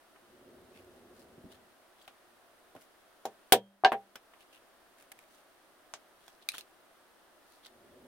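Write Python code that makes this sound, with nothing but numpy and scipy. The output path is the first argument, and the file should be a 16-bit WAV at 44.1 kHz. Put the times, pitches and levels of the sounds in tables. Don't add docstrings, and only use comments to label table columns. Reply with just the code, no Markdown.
import sys
import numpy as np
from scipy import signal
from scipy.fft import rfft, irfft, next_fast_len
from scipy.io import wavfile
from scipy.ndimage import minimum_filter1d

SR = 44100
rng = np.random.default_rng(int(sys.argv[2]) if len(sys.argv) > 2 else 0)


def waveform_to_disk(signal):
    frames = np.transpose(np.atleast_2d(signal))
    scaled = np.clip(frames, -1, 1) * 32767
    samples = np.round(scaled).astype(np.int16)
    wavfile.write(sys.argv[1], SR, samples)


N = 355880

# pitch_hz, density_db (per Hz)
AIR_COLOUR = [(25, -11.5), (55, -14), (150, -16), (240, -7.5), (370, -1.5), (430, -7.5), (650, -1.5),
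              (880, -7), (1300, -6), (1800, -9), (2300, -14.5), (3200, -14.5), (7000, -23), (15800, -26)]
# pitch_hz, likeness (-1 to 1)
AIR_ALIKE = [(60, 0.47), (300, 0.26), (700, 0.88), (1500, 0.36), (3000, 0.08), (15000, 0.027)]
# pitch_hz, density_db (per Hz)
HISS_COLOUR = [(6000, -36), (7900, -21.5), (8300, 7.5), (15500, -1)]
# pitch_hz, density_db (per Hz)
RUMBLE_COLOUR = [(25, -33), (70, -5.5), (170, -12), (250, 1.5), (310, -9), (365, 5), (440, -7), (580, -5),
                 (850, -17.5), (2000, -42)]
# start_s, fade_start_s, level_db
SWELLS = [(.1, 1.48, -59.5), (7.608, 8.073, -58)]
# pitch_hz, t60_s
ROOM_DECAY = [(100, 0.056), (400, 0.16), (1000, 0.083), (3000, .1), (8000, 0.08), (15000, 0.066)]
# pitch_hz, likeness (-1 to 1)
ROOM_ALIKE = [(70, 0.9), (160, .93), (800, .88), (1600, .5), (2800, -0.18), (5000, 0), (9000, -0.033),
              (15000, 0.18)]
# start_s, level_db, cutoff_hz, bright_edge_db
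TAPS = [(.16, -16, 2330, -52), (2.078, -8.5, 4040, -27.5), (2.751, 2.5, 670, -35),
        (2.763, -14.5, 2850, -35), (3.2543, -4, 6140, -24), (4.156, -2, 3330, -23),
        (4.336, -15.5, 3000, -43), (5.938, -1.5, 6900, -40), (6.28, -15.5, 5000, -30),
        (6.54, -3.5, 2280, -30), (6.5817, -9, 5960, -10.5), (7.661, -18, 5010, -32)]
# pitch_hz, level_db
TAP_COLOUR = [(60, -19), (300, -13.5), (750, -6), (1300, -3.5), (1800, -8.5), (3200, -8.5), (4500, -12),
              (7000, -4), (16000, -12)]
# pitch_hz, level_db, t60_s
TAP_MODES = [(796, -50.5, 0.11), (1027, -56, 0.055)]
# start_s, end_s
GRIP_SHIFTS = [(.6, 1.1), (5.25, 5.45), (6.15, 6.4), (7.4, 7.65)]
# start_s, length_s, level_db, scrape_hz, fizz_share_db
RUBS = [(.732, 0.083, -64, 2490, -8), (1.125, 0.14, -75, 4460, 7), (1.485, 0.097, -66.5, 3400, 0),
        (1.979, 0.082, -62.5, 3320, -9), (2.786, 0.078, -80.5, 3000, 17), (4.392, .046, -64, 2860, -3),
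        (4.508, 0.083, -63.5, 2800, -4), (4.966, 0.1, -71, 2340, 6.5), (5.116, 0.012, -54.5, 2110, 7),
        (5.14, 0.11, -67.5, 2130, 2), (6.409, 0.033, -63, 3580, -10), (6.526, 0.06, -51.5, 3280, -1.5),
        (7.624, 0.069, -58.5, 3730, -8)]
# pitch_hz, level_db
FIZZ_COLOUR = [(2000, -27), (5000, -27.5), (7500, -27.5), (9000, -23.5), (15500, -30)]
# start_s, level_db, pitch_factor (ratio), scuff_s
CHINKS = [(0.78, -36, 1.2, .002), (2.0238, -28, 1.9, 0.0022), (3.2563, -13.5, 2.7, 0.00033),
          (4.157, -11, 1.36, 0.0018), (6.4881, 8.5, 0.993, 0.00098), (6.519, -10, 1.05, 0.00022),
          (6.609, -13, 1.1, .00066), (7.6598, -18.5, 0.83, 0.00059)]
# pitch_hz, level_db
CHINK_COLOUR = [(200, -38), (1000, -26), (2000, -12), (2450, -1), (3000, -19), (3850, 0), (4500, -10),
                (5500, -11.5), (7900, -17), (8700, -7.5), (11500, -15), (15500, -23)]
# pitch_hz, level_db, t60_s
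PART_MODES = [(2523, -35.5, 0.023), (3870, -48, .05), (4580, -38, 0.022)]
# start_s, level_db
BUMPS = [(1.380, -3), (1.44, 6), (2.754, -5.5)]
# pitch_hz, level_db
BUMP_COLOUR = [(25, -23), (70, -10), (120, -3.5), (260, -3), (400, -21), (1000, -53)]
# start_s, body_db, contact_cutoff_hz, low_thump_db, steel_crack_db, block_ring_db,
# punch_clank_db, rocking_db
KNOCKS = [(3.2533, 9.5, 860, 0.5, -24, -35, -50, -39), (3.523, 24, 3193, 30, 18.5, -7, -33, -36),
          (3.8374, 22, 1147, -6.5, -34.5, -15.5, -37.5, -47), (3.8480, 27, 4630, -1.5, -13.5, -4, -5, -37),
          (3.9198, 15.5, 2560, 12.5, -14.5, -25, -32, -12)]
# pitch_hz, level_db
BODY_COLOUR = [(60, -28), (200, -19), (390, -7.5), (520, -6), (720, 3.5), (1000, 1), (1250, -4),
               (1550, -1.5), (2000, -7), (3200, -7.5), (5000, -10), (16000, -16)]
# pitch_hz, level_db
THUMP_COLOUR = [(25, -18), (45, -14.5), (70, -19.5), (150, -22.5), (185, -13.5), (230, -1), (300, -10),
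                (480, 2), (900, -19), (3000, -59.5)]
# pitch_hz, level_db
CRACK_COLOUR = [(300, -29), (2000, -9), (3400, 6), (4300, -2), (6000, -4), (7500, -4.5), (8600, -1.5),
                (11500, -3), (15500, -4.5)]
# pitch_hz, level_db, t60_s
BLOCK_MODES = [(231, -27, 0.094), (410, -13, 0.13), (482, -17, 0.089), (630.5, -19, 0.12), (700, -7, 0.13),
               (764, 5.5, 0.088), (785, -13, 0.15), (896, -21.5, 0.071), (952, -18, 0.16),
               (1750, -21.5, 0.13)]
# pitch_hz, level_db, t60_s
STEEL_MODES = [(1516, -5, .07), (2290, -4, 0.05), (3183, 2, 0.086), (3360, -1, 0.063), (3525, 3, 0.06),
               (3730, -1, 0.05), (4680, -3, 0.06), (8510, 0, 0.08), (8683, -6, .06), (10244, 5, .06),
               (12750, 0, .08), (13435, -4, .09), (14288, -3, .08), (3168, -25, .36), (3257, -28, .36)]
# pitch_hz, level_db, t60_s
TABLE_MODES = [(119.1, -65, 0.25), (198, -66, .55), (227, -49.5, .12), (406, -50, .1), (333.6, -60, 0.11),
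               (458, -46, 0.067), (556, -51, 0.15), (573, -81, .7)]
# pitch_hz, level_db, t60_s
PUNCH_MODES = [(1594, 0.5, 0.061), (1723, -13.5, 0.1), (2818, -10.5, .06), (2970, -14, .07)]
# pitch_hz, level_db, t60_s
ROCKING_MODES = [(427, -10.5, .14), (668, -6.5, .11), (790, 1, 0.14)]

AIR_DB, HISS_DB = -63, -75
SWELL_RISE_S, SWELL_FALL_S = 0.44, 0.29
SCUFF_S, SCUFF_HZ = 0.0028, 3900
TAP_ROOM_DB, CHINK_ROOM_DB = -3.5, -9.5
FIDGET_S, FIDGET_DB, FIDGET_HZ, FIDGET_FIZZ_DB = 0.16, -79, 3400, 4.5
STEEL_RING_DB = -37
KNOCK_ROOM_DB, ROOM_PER_THUMP = -7.5, 0.2
EDGE_HZ = 16100
T = np.arange(SR * 3 // 4) / SR
HZ = np.fft.rfftfreq(4096, 1 / SR)


def amp(db):
    return 10 ** (np.asarray(db) / 20)


def read(points, hz):
    f, value = np.transpose(points)
    return np.interp(np.log(hz + 1), np.log(f), value)


def evened(x):
    return x / np.sqrt(np.mean(x ** 2) + 1e-20)


def add(mix, s, sound):
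    part = mix[:, round(s * SR):][:, :sound.shape[-1]]
    part += sound[..., :part.shape[1]]


def paired(x, alike):
    a, b = rfft(x)
    likeness = np.clip(read(alike, np.fft.rfftfreq(x.shape[1], 1 / SR)), -.999, .999)
    mid = a * np.sqrt((1 + likeness) / 2)
    side = b * np.sqrt((1 - likeness) / 2)
    return irfft([mid + side, mid - side], x.shape[1])


def noise(colour, alike):
    size = next_fast_len(N, True)
    white = rfft(paired(rng.standard_normal((2, size)), alike))
    gain = amp(read(colour, np.fft.rfftfreq(size, 1 / SR)))
    return evened(irfft(white * gain, size)[:, :N])


def air_and_hiss():
    air = amp(AIR_DB) * noise(AIR_COLOUR, AIR_ALIKE)
    hiss = amp(HISS_DB) * noise(HISS_COLOUR, AIR_ALIKE)
    return air + hiss


def rumble():
    t = np.arange(N) / SR
    swell = np.zeros(N)
    for start, fade, db in SWELLS:
        rise = (t - start) / SWELL_RISE_S
        fall = 1 - (t - fade) / SWELL_FALL_S
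        swell += amp(db) * np.clip(np.minimum(rise, fall), 0, 1)
    return swell * noise(RUMBLE_COLOUR, ROOM_ALIKE)


def contact(cut_hz, steep=4.4):
    return 1 / np.sqrt(1 + (HZ / cut_hz) ** (2 * steep))


def causal_filter(colour):
    mirrored = np.r_[colour, colour[-2:0:-1]]
    log_gain = np.log(np.maximum(mirrored, colour.max() * 1e-4))
    return np.fft.ifft(np.exp(signal.hilbert(log_gain).conj())).real


def strike(colour, room_db, edge_s, grit, wall_s=0.0028, echo_s=0.0085, echo_db=-12):
    t = T[:len(T) // 2]
    grains, echoes = rng.standard_normal((2, 2, len(t)))
    edge = paired(grains, ROOM_ALIKE) * np.sqrt(t) * np.exp(-t / edge_s)
    direct = (t == 0) + grit * edge / np.linalg.norm(edge[0])
    direct = direct / np.linalg.norm(direct[0])
    hz, when, z = signal.stft(paired(echoes, ROOM_ALIKE), SR, nperseg=256)
    decay = amp(-60 * when / read(ROOM_DECAY, hz)[:, None])
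    tail = signal.istft(z * decay, SR, nperseg=256)[1][:, :len(t)]
    tail *= 1 - np.exp(-(t / wall_s) ** 2)
    both = direct + amp(room_db) * tail / np.linalg.norm(tail[0])
    add(both, echo_s, amp(echo_db + room_db) * direct)
    both = both / np.linalg.norm(both[0])
    return signal.fftconvolve(both, causal_filter(colour)[None], axes=1)


def ring(modes, rise_s=0.003, spread_hz=3400):
    hz, db, t60 = np.transpose(modes)[:, :, None]
    skew = rng.choice([-1, 1], hz.shape) * np.minimum(hz / spread_hz, 1) * np.pi / 4
    fade = amp(db - 60 * T / t60) * (1 - np.exp(-T / rise_s))
    channels = [(fade * np.sin(2 * np.pi * hz * T + side * skew)).sum(0) for side in (-1, 1)]
    return np.array(channels)


def taps():
    out = np.zeros((2, N))
    for s, db, cut_hz, edge_db in TAPS:
        body = amp(db + read(TAP_COLOUR, HZ)) * contact(cut_hz)
        bright = amp(edge_db + read(CRACK_COLOUR, HZ))
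        scuff_s = SCUFF_S / (1 + (cut_hz / SCUFF_HZ) ** 2.6)
        push = strike(np.hypot(body, bright), TAP_ROOM_DB, scuff_s, grit=3.3, echo_s=0.0027, echo_db=-9)
        add(out, s, push)
        add(out, s, amp(db) * ring(TAP_MODES, rise_s=0.0066))
    return out


def fidgets(count=3, spread_octaves=0.94):
    strokes = []
    for start, end in GRIP_SHIFTS:
        for k, (when, pitch) in enumerate(rng.random((count, 2))):
            s = start + (k + when) / count * (end - start - FIDGET_S)
            scrape_hz = FIDGET_HZ * 2 ** (spread_octaves * (2 * pitch - 1))
            strokes.append((s, FIDGET_S, FIDGET_DB, scrape_hz, FIDGET_FIZZ_DB))
    return strokes


def rubs(grain_db=3, clump_db=6.0, clump_s=0.0018, width_octaves=0.28):
    out = np.zeros((2, N))
    for s, length, db, scrape_hz, fizz_db in list(RUBS) + fidgets():
        count = round(length * SR)
        clumps = np.interp(T, np.arange(400) * clump_s, rng.standard_normal(400))
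        grains = rng.standard_normal((2, len(T)))
        sizes = np.minimum(rng.exponential(1, len(T)), 4)
        slips = grains * amp(grain_db * sizes + clump_db * clumps)
        z, hz = rfft(slips[:, :count], count), np.fft.rfftfreq(count, 1 / SR)
        octaves_off = np.log2((hz + 1) / scrape_hz)
        scrape = evened(irfft(z / (1 + (octaves_off / width_octaves) ** 2), count))
        fizz = evened(irfft(z * amp(read(FIZZ_COLOUR, hz)), count))
        stroke = np.sin(np.linspace(0, np.pi, count))
        add(out, s, amp(db) * (scrape + amp(fizz_db) * fizz) * stroke)
    return out


def chinks():
    out = np.zeros((2, N))
    for s, db, pitch, scuff_s in CHINKS:
        colour = amp(db + read(CHINK_COLOUR, HZ / pitch))
        add(out, s, strike(colour, CHINK_ROOM_DB, scuff_s, grit=5.0))
        add(out, s, amp(db) * ring(np.multiply(PART_MODES, [pitch, 1, 1]), rise_s=0.00025))
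    return out


def bumps():
    out = np.zeros((2, N))
    for s, db in BUMPS:
        add(out, s, strike(amp(db + read(BUMP_COLOUR, HZ)), room_db=1, edge_s=0.0006, grit=0.79))
    return out


def overtones(db=-16, count=70):
    place, size, life = rng.random((count, 3)).T
    lowest_hz = STEEL_MODES[1][0]
    hz = lowest_hz + place * (EDGE_HZ - lowest_hz)
    t60 = .04 + .035 * life
    return np.c_[hz, db - 10 * size, t60]


def knocks():
    out = np.zeros((2, N))
    block = ring(BLOCK_MODES, rise_s=0.005)
    steel = ring(np.r_[STEEL_MODES, overtones()], rise_s=0.0018)
    table = ring(TABLE_MODES, rise_s=0.0022)
    punch = ring(PUNCH_MODES, rise_s=0.0022)
    rocking = ring(ROCKING_MODES, rise_s=0.035)
    for s, body_db, cut_hz, thump_db, crack_db, block_db, clank_db, rocking_db in KNOCKS:
        body = amp(body_db + read(BODY_COLOUR, HZ)) * contact(cut_hz)
        thump = amp(thump_db + read(THUMP_COLOUR, HZ))
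        room_db = KNOCK_ROOM_DB + ROOM_PER_THUMP * thump_db
        thud = strike(np.hypot(body, thump), room_db, edge_s=0.0018, grit=1.0, wall_s=0.0077, echo_db=-6.5)
        add(out, s, thud)
        crack = amp(crack_db + read(CRACK_COLOUR, HZ))
        add(out, s, strike(crack, room_db=5.0, edge_s=0.0009, grit=4.7))
        add(out, s, amp(block_db) * block)
        add(out, s, amp(crack_db + STEEL_RING_DB) * steel)
        add(out, s, amp(thump_db) * table)
        add(out, s, amp(clank_db) * punch + amp(rocking_db) * rocking)
    return out


def scene():
    return air_and_hiss() + rumble() + taps() + rubs() + chinks() + bumps() + knocks()


def lagged(x, time_s):
    r = np.exp(-1 / (time_s * SR))
    return signal.lfilter([1 - r], [1, -r], x)


def record(dry, threshold_db=-22, depth_db=7, attack_s=0.0049, hold_s=0.33, release_s=0.046):
    slope = np.diff(dry, prepend=0)
    treble_power = lagged((slope ** 2).mean(0), attack_s)
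    treble_db = 10 * np.log10(treble_power + 1e-12)
    over_db = np.clip(2 * (treble_db - threshold_db), 0, depth_db)
    hold = round(hold_s * SR) // 2
    held_db = -minimum_filter1d(-over_db, 2 * hold + 1, origin=hold)
    released_db = np.maximum(held_db, lagged(held_db, release_s))
    cut_db = lagged(released_db, attack_s)
    loud = np.tanh(dry * amp(-cut_db))
    band = signal.firwin(401, EDGE_HZ, window=("kaiser", 9), fs=SR)
    return signal.oaconvolve(loud, band[None], "same")


dry = scene()
out = record(dry)
waveform_to_disk(out)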